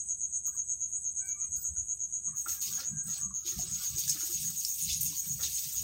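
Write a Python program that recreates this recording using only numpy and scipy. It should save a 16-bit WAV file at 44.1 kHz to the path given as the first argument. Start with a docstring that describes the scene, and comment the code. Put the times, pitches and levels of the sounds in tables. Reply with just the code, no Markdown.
"""A cricket close to the microphone chirps eight times a second while a second one buzzes higher and farther off.
Soft low gusts and a thin high insect hiss lie underneath in the garden.
A few metres away a plastic bucket knocks, its handle creaks, and water is tossed, then poured, over plants.
Crickets are rings struck by wing catches, water is dense random drop impacts, and the bucket is decaying
and squeaking tones; gusts, air and hiss are coloured noise."""
import sys
import numpy as np
from scipy import signal
from scipy.fft import rfft, irfft
from scipy.io import wavfile
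from scipy.ndimage import uniform_filter1d

SR = 44100
rng = np.random.default_rng(int(sys.argv[2]) if len(sys.argv) > 2 else 0)


def digitize_waveform(pressure):
    """Quantize a signal to 16-bit integers and store it at the path in sys.argv[1].

    Rows of a 2-D input are taken as channels; values are limited to [-1, 1].
    """
    field = np.atleast_2d(pressure).T
    bounded = np.clip(field, -1, 1)
    quanta = np.round(bounded * 32767).astype(np.int16)
    wavfile.write(sys.argv[1], SR, quanta)


N = 257103
TIME = np.arange(N) / SR  # seconds


def amp(db):
    """Decibels to gain."""
    return 10 ** (np.asarray(db) / 20)


def evened(x):
    """Scales to rms 1."""
    return x / np.sqrt(np.mean(x ** 2) + 1e-20)


def colour(x, points):
    """Filters by a spectrum of (Hz, dB) points; beyond its ends the gain is -100 dB."""
    f, db = np.transpose(sorted(map(tuple, points)))
    hz = np.fft.rfftfreq(len(x), 1 / SR)
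    gain = amp(np.interp(np.log(hz + 1), np.log(f), db, left=-100, right=-100))
    return irfft(rfft(x) * gain, len(x))


def noise(points):
    """Noise of rms 1 with the given spectrum."""
    return evened(colour(rng.standard_normal(N), points))


def wander(per_s):
    """Smooth chance of rms 1 that changes about per_s times a second."""
    lowpass = np.exp(-(np.fft.rfftfreq(N, 1 / SR) / per_s) ** 2)
    return evened(irfft(rfft(rng.standard_normal(N)) * lowpass, N))


def curves(rows):
    """Each column of a timed table, sample by sample."""
    s, *columns = np.transpose(rows)
    return [np.interp(TIME, s, column) for column in columns]


def add(mix, s, sound):
    """Lays a sound into the mix, starting at s."""
    at = round(s * SR)
    sound = sound[max(-at, 0):]
    part = mix[max(at, 0):][:len(sound)]
    part += sound[:len(part)]


def hump(middle, length):
    """A smooth bell-shaped swell of height 1."""
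    return np.exp(-(2 * (TIME - middle) / length) ** 2)


def together(gains):
    """Independent sounds add in power."""
    return np.sqrt(sum(g ** 2 for g in gains))


def garden(x, wet_db, t60):
    """Adds the short scatter from pots, walls and foliage: sparse random echoes that die away."""
    t = np.arange(SR // 2) / SR
    sparse = rng.standard_normal(len(t)) * (rng.random(len(t)) < .1)
    taps = sparse * amp(-60 * t / t60) * (t > .003)
    return x + amp(wet_db) * signal.fftconvolve(x, evened(taps) / np.sqrt(len(t)))[:N]


# In one stroke the wing catches ever faster, and its force swells and fades about the middle.
FIRST_CATCH_S, FIRST_GAP_S, LAST_GAP_S = -.0368, .0098, .004
QUICKEN = .68  # share of the excess gap left after each catch
SWELL_S, FADE_S = 0.036, 0.024


def stroke(jitter_s=0.0003027, return_db=-21, count=27):
    """Times (s from the middle) and forces of the wing catches; a faint rasp remains as the wing slides back."""
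    gaps = LAST_GAP_S + (FIRST_GAP_S - LAST_GAP_S) * QUICKEN ** np.arange(count)
    at = FIRST_CATCH_S + np.cumsum(gaps) - gaps + jitter_s * rng.standard_normal(count)
    force = np.exp(-np.where(at < 0, (at / SWELL_S) ** 4, (at / FADE_S) ** 2))
    return at, np.maximum(force, amp(return_db))


# Narrow tones that linger after each catch. Each row: pitch in Hz, relative level in dB.
LINGER = [(6336, -52.5), (6422, -45), (6481, -43.5), (6525, -46), (6568, -66.5), (6735, -67), (6826, -43),
          (6874, -48), (6918, -58.5)]


def lingering(x, ring_db=-2, t60=0.13):
    """Adds the narrow tones that ring on after each catch, as decaying resonances."""
    t = np.arange(SR // 4) / SR
    out = x.copy()
    for hz, db in LINGER:
        ring = amp(-60 * t / t60) * np.cos(2 * np.pi * hz * t)
        out += amp(db + ring_db) * evened(signal.oaconvolve(x, ring)[:N])
    return out


# Ring of the near cricket's wing. 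Each row: frequency in Hz, relative level in dB.
WING = [(5800, -52), (6000, -42), (6100, -26), (6180, -11), (6330, -2), (6480, 0), (6750, 0), (6920, -3),
        (7030, -21), (7150, -9), (7330, -30), (7600, -18), (7750, -32), (8000, -60)]
# Even beats, each at its own pace. Each row: first chirp in seconds, number of chirps, gap in seconds.
CHIRP_RUNS = [(-.005, 9, .1199), (1.071, 5, .1192), (1.67, 6, .1207), (2.39, 8, .1215), (3.368, 6, .1244),
              (4.106, 13, .121), (5.783, 1, .121)]
# Effort of the near cricket. Each row: time in seconds, relative chirp level in dB.
EFFORT = [(0, -38), (2.2, -38.5), (2.7, -39.5), (3.3, -39), (4.6, -40), (5.8, -40.5)]


def cricket(wing_hz=6550, slip_rad=0.95, level_db=-7.0, ring_s=0.00021, chorus_db=-48.5):
    """Every chirp repeats the same run of wing catches; each catch rings the wing for a moment."""
    t, out = np.arange(-2048, 5120) / SR, np.zeros(N)
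    at, force = stroke()
    age = t - at[:, None]
    rings = np.exp(-.5 * (age / ring_s) ** 2 + 2j * np.pi * wing_hz * age)
    for first, gap_count, gap in CHIRP_RUNS:
        for s in first + gap * np.arange(gap_count):
            slip = rng.standard_normal(len(at))  # each catch slips in phase
            catches = force * np.exp(1j * slip_rad * slip)
            db = np.interp(s, *np.transpose(EFFORT)) + level_db
            add(out, s + t[0], amp(db) * evened(colour((catches @ rings).real, WING)))
    near = garden(lingering(out), wet_db=-13, t60=.3)
    return near + amp(chorus_db) * noise(WING)  # a steady wash in the same band


# Ring of the far cricket's wing. Each row: frequency in Hz, relative level in dB.
FAR_WING = [(7300, -30), (7520, -15), (7590, -7), (7690, -18), (7830, 1), (7890, -9), (7955, -1),
            (8030, -11), (8115, 0), (8200, -16), (8320, -45)]
# Where it falters, or swells if the drop is negative. 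Each row: middle in seconds, length in seconds, drop in dB.
FALTERS = [(0.046, 0.18, -2), (1.336, 0.06, 12), (2.076, 0.18, 6), (2.343, 0.086, 2), (2.765, .14, 11),
           (3.407, 0.18, 22), (4.23, 0.13, 16.5)]
FAR_DB, FAR_GROWTH_DB_PER_S = -49.5, 0.17  # level at the start; it slowly warms up
FAR_HZ, FAR_DRIFT_HZ = 8066, 73  # mean pitch, rms drift


def far_cricket(catch_hz=150, flutter_db=2.5):
    """A fluttering buzz of quick wing catches, each a decaying burst of a drifting tone, heard from afar."""
    falter = sum(drop * hump(s, length) for s, length, drop in FALTERS)
    db = FAR_DB + FAR_GROWTH_DB_PER_S * TIME + flutter_db * wander(9.7) - falter
    hz = FAR_HZ + FAR_DRIFT_HZ * wander(17)
    turns = np.cumsum(catch_hz * (1 + .15 * wander(50))) / SR
    ring = np.sin(2 * np.pi * np.cumsum(hz) / SR + 1.5 * wander(90))
    catches = np.exp(-(turns % 1) / .4) * ring * amp(3.5 * wander(30))
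    return amp(db) * evened(colour(catches, FAR_WING))


def gust(points, steadiness=1.0):
    """Low noise whose swells are partly smoothed out."""
    x = noise(points)
    power = uniform_filter1d(x ** 2, SR // 16) + 1e-3
    return evened(x / power ** (steadiness / 2))


# Colours of the deep rumble and the hollow boom. Each row: frequency in Hz, relative level in dB.
RUMBLE = [(15, -11), (32, -23), (50, 3), (75, 6.5), (100, 2.5), (140, -34), (300, -65)]
BOOM = [(70, -50), (110, -18.5), (128, 3), (143, -6), (159, 5), (177, -11.5), (195, -2), (220, -16),
        (300, -28.5), (500, -78)]
# Soft low gusts. Each row: middle in seconds, length in seconds, deep rumble in dB, hollow boom in dB.
PUFFS = [(1.55, 0.16, -54.5, -64), (1.718, 0.071, -48.5, -60.5), (1.802, 0.11, -51, -70),
         (2.312, 0.095, -66, -54.5), (2.522, 0.052, -57, -65), (2.72, 0.11, -75, -55.5),
         (2.947, 0.092, -56, -43.5), (3.089, 0.08, -62, -47.5), (3.275, .12, -55, -49),
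         (3.59, 0.081, -46.5, -45.5), (3.723, 0.14, -56, -50), (3.942, 0.087, -50, -49),
         (4.094, 0.13, -59, -50.5), (4.37, 0.083, -56, -58), (4.46, 0.18, -67, -49.5),
         (4.86, 0.089, -59, -50), (4.922, .09, -46.5, -59), (5.035, 0.18, -55.5, -48),
         (5.324, 0.11, -60, -46), (5.445, 0.22, -53.5, -59), (5.675, 0.057, -69, -54.5),
         (5.82, 0.12, -49.5, -57)]
CALM_RUMBLE_DB, CALM_BOOM_DB = -64.5, -69.5  # between the gusts
# Colours of the still air and the distant insects. Each row: frequency in Hz, relative level in dB.
AIR = [(150, -30), (250, -9.5), (285, -10.5), (324, -10), (579, -16), (1050, -17), (1210, -21), (1360, -22),
       (5500, -26), (7150, -49), (12100, -120)]
HISS = [(5410, -68), (9200, -19), (9800, -10), (10900, -1.5), (11600, -8), (12200, -30), (12500, -27),
        (13300, -10), (15800, -45)]
AIR_DB, HISS_DB = -76, -71  # air rms, hiss level about which it wavers


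def outdoors():
    """Low gusts, still air and the hiss of distant insects, all shaped noise."""
    rumble = together([amp(CALM_RUMBLE_DB)] + [hump(s, length) * amp(db) for s, length, db, _ in PUFFS])
    boom = together([amp(CALM_BOOM_DB)] + [hump(s, length) * amp(db) for s, length, _, db in PUFFS])
    low = rumble * gust(RUMBLE) + boom * gust(BOOM)
    hiss = amp(HISS_DB + 1.3 * wander(27)) * noise(HISS)
    return low + amp(AIR_DB) * noise(AIR) + hiss


def drops(points, per_s, spread, clump_db):
    """Dense drop impacts of uneven size (spread in dB) that land in clumps; rms 1."""
    size = amp(spread * np.minimum(rng.exponential(1, N), 4)) * rng.choice([-1, 1], N)
    hits = size * (rng.random(N) < per_s / SR) * amp(clump_db * wander(33))
    return evened(colour(garden(hits, wet_db=-3.5, t60=0.24), points))


def patchy(x, patch_db, size):
    """Splashes shift in colour from moment to moment, by smooth random gains in time and pitch; rms 1."""
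    z = signal.stft(x, nperseg=size, noverlap=size * 3 // 4)[2]
    smoothing = np.outer(np.hanning(7), np.hanning(11))
    field = signal.fftconvolve(rng.standard_normal(z.shape), smoothing, "same")
    shifted = signal.istft(z * amp(patch_db * evened(field)), nperseg=size, noverlap=size * 3 // 4)[1]
    return evened(shifted[:N])


# Small flicks of water. Each row: start in seconds, level in dB, fall time t60 in seconds.
FLICKS = [(.462, -46.5, 0.33), (1.251, -53, 0.27), (1.561, -41, 0.31), (3.032, -51, .25)]
# Colour of the flicks. Each row: frequency in Hz, relative level in dB.
FLICK = [(2500, -34), (4000, -21), (4700, -7), (5400, -6), (7000, 1), (9000, -8), (10800, -39), (12200, -8),
         (14300, 9), (15800, 0)]


def flicks(rise_s=0.0061):
    """A few drops scatter at once and patter out."""
    level = np.zeros(N)
    for s, db, t60 in FLICKS:
        age = TIME - s
        level += amp(db - 60 * np.maximum(age, 0) / t60) * np.clip(age / rise_s, 0, 1)
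    return level * patchy(drops(FLICK, per_s=5000, spread=3.2, clump_db=5.0), patch_db=7, size=1024)


def bubble(hz, t60=0.15, rise=0.7):
    """A pocket of air rings and climbs in pitch as it nears the surface."""
    t = np.arange(SR // 6) / SR
    tone = np.sin(2 * np.pi * hz * t * (1 + rise * t / 2))
    return tone * amp(-60 * t / t60) * (1 - np.exp(-t / 0.0019))


# Knocks and plops in the bucket. Each row: start in seconds, relative peak in dB, pitch in Hz.
KNOCKS = [(0.476, -50, 1224), (0.545, -55.5, 1137), (1.579, -57, 1435), (1.643, -58, 1380),
          (1.761, -56.5, 1463), (2.279, -52, 1150), (2.46, -32, 1352), (2.799, -42.5, 1404),
          (3.078, -54.5, 1330), (3.214, -51, 1216), (3.307, -47, 1150), (3.589, -44, 693),
          (4.075, -48, 1720), (4.202, -48, 1397), (5.125, -53.5, 1020), (5.4, -48, 1411)]
# Modes of the plastic. Each row: multiple of the pitch, relative level in dB, t60 in seconds.
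BUCKET = [(0.273, -19, 0.052), (.55, -33, 0.061), (0.921, -4.5, 0.075), (1.002, -0.5, 0.12),
          (1.078, -7, 0.08), (1.298, -16, 0.07)]
# Glugs of water leaving the bucket. Each row: start in seconds, level in dB, starting pitch in Hz.
GLUGS = [(2.462, -53.5, 324), (2.68, -58, 381), (3.45, -51, 343), (3.518, -53, 350), (3.629, -54, 352),
         (3.961, -53, 344), (4.151, -49, 309), (4.229, -50.5, 320), (4.292, -48.5, 339), (5.101, -52, 288),
         (5.449, -58, 345)]
# Squeaks of the handle. Each row: start in seconds, end in seconds, start in Hz, end in Hz, level in dB.
SQUEAKS = [(1.19, 1.415, 2285, 2305, -65), (1.178, 1.35, 1520, 1550, -66), (1.2, 1.31, 680, 880, -77),
           (.52, .57, 1500, 1650, -72), (1.33, 1.494, 1180, 1240, -68), (1.39, 1.5, 1800, 2200, -78.5),
           (1.35, 1.5, 2350, 2430, -74), (1.44, 1.49, 2830, 2880, -83), (1.25, 1.32, 4560, 4500, -75)]


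def bucket(knock_db=-2, waver=0.007):
    """Dull knocks ring the plastic, water glugs, and the handle squeaks on wavering tones."""
    t, out = np.arange(SR // 4) / SR, np.zeros(N)
    for s, db, pitch in KNOCKS:
        ring = np.zeros(len(t))
        for multiple, mode_db, t60 in BUCKET:
            tone = np.sin(2 * np.pi * (pitch * multiple * t + rng.random()))
            ring += amp(mode_db - 60 * t / t60) * tone
        ring *= 1 - np.exp(-t / 0.0012)  # soft onset
        add(out, s, amp(db + knock_db) * ring / abs(ring).max())
    for s, db, pitch in GLUGS:
        add(out, s, amp(db) * bubble(pitch))
    slip, grip = wander(140), wander(102)
    for start, end, from_hz, to_hz, db in SQUEAKS:
        n, at = max(round((end - start) * SR), 64), round(start * SR)
        hz = np.linspace(from_hz, to_hz, n) * (1 + waver * slip[at:at + n])
        swell = signal.windows.tukey(n, .7) * amp(2.6 * grip[at:at + n])
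        add(out, start, amp(db) * evened(np.sin(2 * np.pi * np.cumsum(hz) / SR) * swell))
    return garden(out, wet_db=-7, t60=.22)


SPLASH_RISE_S, SPLASH_T60_S, SPLAT_T60_S = 0.016, 0.29, .27


def burst(start, hold, t60):
    """Envelope of landing water: a 20 dB climb per SPLASH_RISE_S, a hold, and a fall as it drips away."""
    age = TIME - start
    return amp(20 * np.minimum(age / SPLASH_RISE_S - 1, 0) - 60 * np.maximum(age - hold, 0) / t60)


# Colour of water on soil, also of its bubbles. Each row: frequency in Hz, relative level in dB.
SPLAT = [(200, 14), (330, -2), (480, 0), (720, 3), (950, 0.5), (1300, 7.5), (1700, 9), (2100, 8.5),
         (3000, -3.5), (3900, -4)]


def bubbles(count=520):
    """Small bubbles of random size ring all through the puddle; rms 1."""
    out = np.zeros(N)
    for when, size, strength, life in rng.random((count, 4)):
        sound = bubble(350 * 8 ** size, t60=.03 + .1 * life, rise=3 * life)
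        add(out, when * N / SR, amp(14 * strength) * sound)
    return evened(colour(out, SPLAT))


# Colours of fine spray, leaf spatter and a bright top hiss. Each row: frequency in Hz, relative level in dB.
SPRAY = [(5500, -5.5), (7000, -1), (7550, -7), (8100, -3.5), (8600, -0.5), (9500, -6), (10300, -36),
         (11300, -21.5), (12100, -3.5), (13500, -2.5), (15800, 1)]
SPATTER = [(1500, -48), (2100, -11), (2700, -3), (3400, -1), (4200, 3), (5500, 5.5), (7000, 4.5),
           (7550, -2.5), (8500, -13), (10000, -11)]
BRIGHT_TOP = [(8000, -14), (9500, 14), (10200, 7), (10900, -17), (11600, 9), (13000, -6)]
# Handfuls of water landing, and surges in the stream.
# Each row: start in seconds, hold in seconds, relative fine spray in dB, relative spatter on leaves in dB.
SPLASHES = [(2.349, 0.14, -52.5, -66), (2.471, 0.059, -40.5, -48), (2.605, .08, -40.5, -44.5),
            (2.705, 0.071, -49, -53), (2.783, 0.026, -48.5, -47), (3.055, 0.056, -53.5, -63),
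            (3.088, 0.093, -54, -53), (3.339, 0.14, -61.5, -65), (3.445, .035, -45.5, -44),
            (3.557, .03, -48, -55), (3.806, 0.035, -44.5, -48), (3.968, 0.044, -39, -43),
            (4.064, 0.016, -38.5, -40), (4.19, .04, -46, -49.5), (4.23, 0.039, -38, -62),
            (4.768, 0.12, -41.5, -48.5), (4.869, 0.066, -52, -39), (4.997, 0.016, -32.5, -65),
            (5.047, 0.018, -37.5, -43.5), (5.394, 0.022, -46, -48), (5.417, 0.025, -43, -41),
            (5.625, 0.025, -52.5, -48)]
# The steady stream from the tipped bucket. # Each row: time in seconds, relative fine spray in dB, relative
# spatter on leaves in dB, bright top hiss in dB.
STREAM = [(3.4, -99, -80, -110), (3.5, -48, -57.5, -79), (3.68, -51.5, -50.5, -84),
          (3.9, -47.5, -48.5, -70), (4.45, -43, -47.5, -48.5), (4.56, -44.5, -53.5, -68),
          (4.68, -39.5, -53.5, -52), (5.05, -52, -51, -45), (5.17, -42, -50.5, -58),
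          (5.37, -45.5, -57, -69), (5.5, -42, -48, -48), (5.82, -41.5, -48.5, -68)]
# Heavy water hitting the soil. Each row: start in seconds, hold in seconds, relative level in dB.
SPLATS = [(2.28, 0.11, -76.5), (2.449, 0.021, -52), (2.538, 0.053, -68), (2.7, .08, -65),
          (2.765, 0.074, -54), (3.066, 0.12, -64.5), (3.448, 0.11, -69), (3.593, 0.26, -67.5),
          (3.8, .27, -70), (4.131, 0.14, -59), (4.427, 0.07, -65), (5.093, 0.079, -71), (5.22, .05, -63),
          (5.381, 0.068, -57), (5.55, 0.24, -70.5)]


def water(spray_db=2.5, spatter_db=3.0, splat_db=-1, bubble_db=-5):
    """Separate splashes, then a steady stream: drop impacts as spray, leaf spatter and soil splat, with a
    bright hiss at the top."""
    spray, spatter, bright = amp(curves(STREAM)) * (TIME > STREAM[0][0])
    landings = [(burst(s, hold, SPLASH_T60_S), a, b) for s, hold, a, b in SPLASHES]
    spray = together([spray] + [shape * amp(db) for shape, db, _ in landings])
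    spatter = together([spatter] + [shape * amp(db) for shape, _, db in landings])
    splat = together(burst(s, hold, SPLAT_T60_S) * amp(db) for s, hold, db in SPLATS)
    fine = patchy(drops(SPRAY, per_s=6000, spread=3.2, clump_db=2.2), patch_db=2.7, size=256)
    leaves = patchy(drops(SPATTER, per_s=4500, spread=3.6, clump_db=2.0), patch_db=2.6, size=512)
    soil = patchy(drops(SPLAT, per_s=600, spread=2.8, clump_db=0.5), patch_db=5.5, size=1024)
    soil = amp(splat_db) * soil + amp(bubble_db) * bubbles()
    glare = drops(BRIGHT_TOP, per_s=1500, spread=3.5, clump_db=4)
    on_plants = amp(spray_db) * spray * fine + amp(spatter_db) * spatter * leaves
    return on_plants + splat * soil + bright * glare


# Water sloshing round the tilted bucket. Each row: middle in seconds, length in seconds, level in dB.
SLOSHES = [(2.353, 0.084, -63), (2.7, 0.7, -67), (3.157, 0.36, -67), (3.672, 0.43, -60), (3.986, 0.29, -79)]
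# Resonances of the sloshing. Each row: frequency in Hz, relative level in dB.
SLOSH = [(950, -20), (1170, -2), (1290, 3.5), (1400, -11), (1620, -5), (1750, -27.5), (1900, -10.5),
         (2150, -39)]


def sloshing():
    """Moving water stirs a few shifting resonances of the bucket."""
    level = together(hump(s, length) * amp(db) for s, length, db in SLOSHES)
    return level * patchy(drops(SLOSH, per_s=900, spread=1.5, clump_db=0.5), patch_db=8.5, size=2048)


# Big drops slapping leaves. Each row: start in seconds, direct peak in dB, main pitch in Hz, t60 in seconds.
SLAPS = [(3.4747, -33, 4200, 0.02), (3.61, -26, 6800, 0.012), (3.713, -30, 6700, 0.012),
         (3.845, -30, 6000, 0.012), (4.079, -25, 6200, 0.025), (4.0946, -17, 6400, 0.03),
         (4.102, -23, 6700, 0.04), (4.6346, -26, 6900, 0.015), (4.649, -16, 6100, 0.009),
         (4.824, -19, 8500, 0.016), (4.834, -24, 8200, 0.025), (4.897, -35, 4500, 0.02),
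         (4.929, -23, 5500, 0.025), (4.944, -28, 6000, 0.015), (5.008, -26, 7000, 0.016),
         (5.0315, -15, 13000, 0.009), (5.073, -25, 7500, 0.03)]


def slaps(width_octaves=0.28, click_db=-17):
    """Big drops crack on leaves: short noise bursts, each around its own pitch, with a bright click."""
    t, out = np.arange(2048) / SR, np.zeros(N)
    hz = np.fft.rfftfreq(len(t), 1 / SR) + 1
    click = amp(click_db) * hz ** 2 / (hz ** 2 + 4000 ** 2)
    for s, db, pitch, t60 in SLAPS:
        shape = np.exp(-.5 * (np.log2(hz / pitch) / width_octaves) ** 2) + click
        hit = rng.standard_normal(len(t)) * amp(-60 * t / t60) * np.minimum(t / 0.0011, 1)
        crack = irfft(rfft(hit) * shape)
        add(out, s, amp(db) * crack / abs(crack).max())
    return garden(out, wet_db=-3.5, t60=0.13)


def scene():
    """All sources at one microphone, the same in both channels."""
    mono = cricket() + far_cricket() + outdoors() + flicks() + bucket() + water() + sloshing() + slaps()
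    return np.array([mono, mono])


EDGE_HZ = 15800


def record(dry):
    """The recorder's band limit: a steep low-pass at EDGE_HZ."""
    lowpass = signal.firwin(511, EDGE_HZ, window=("kaiser", 9), fs=SR)
    return signal.oaconvolve(dry, lowpass[None], "same")


dry = scene()
out = record(dry)
digitize_waveform(out)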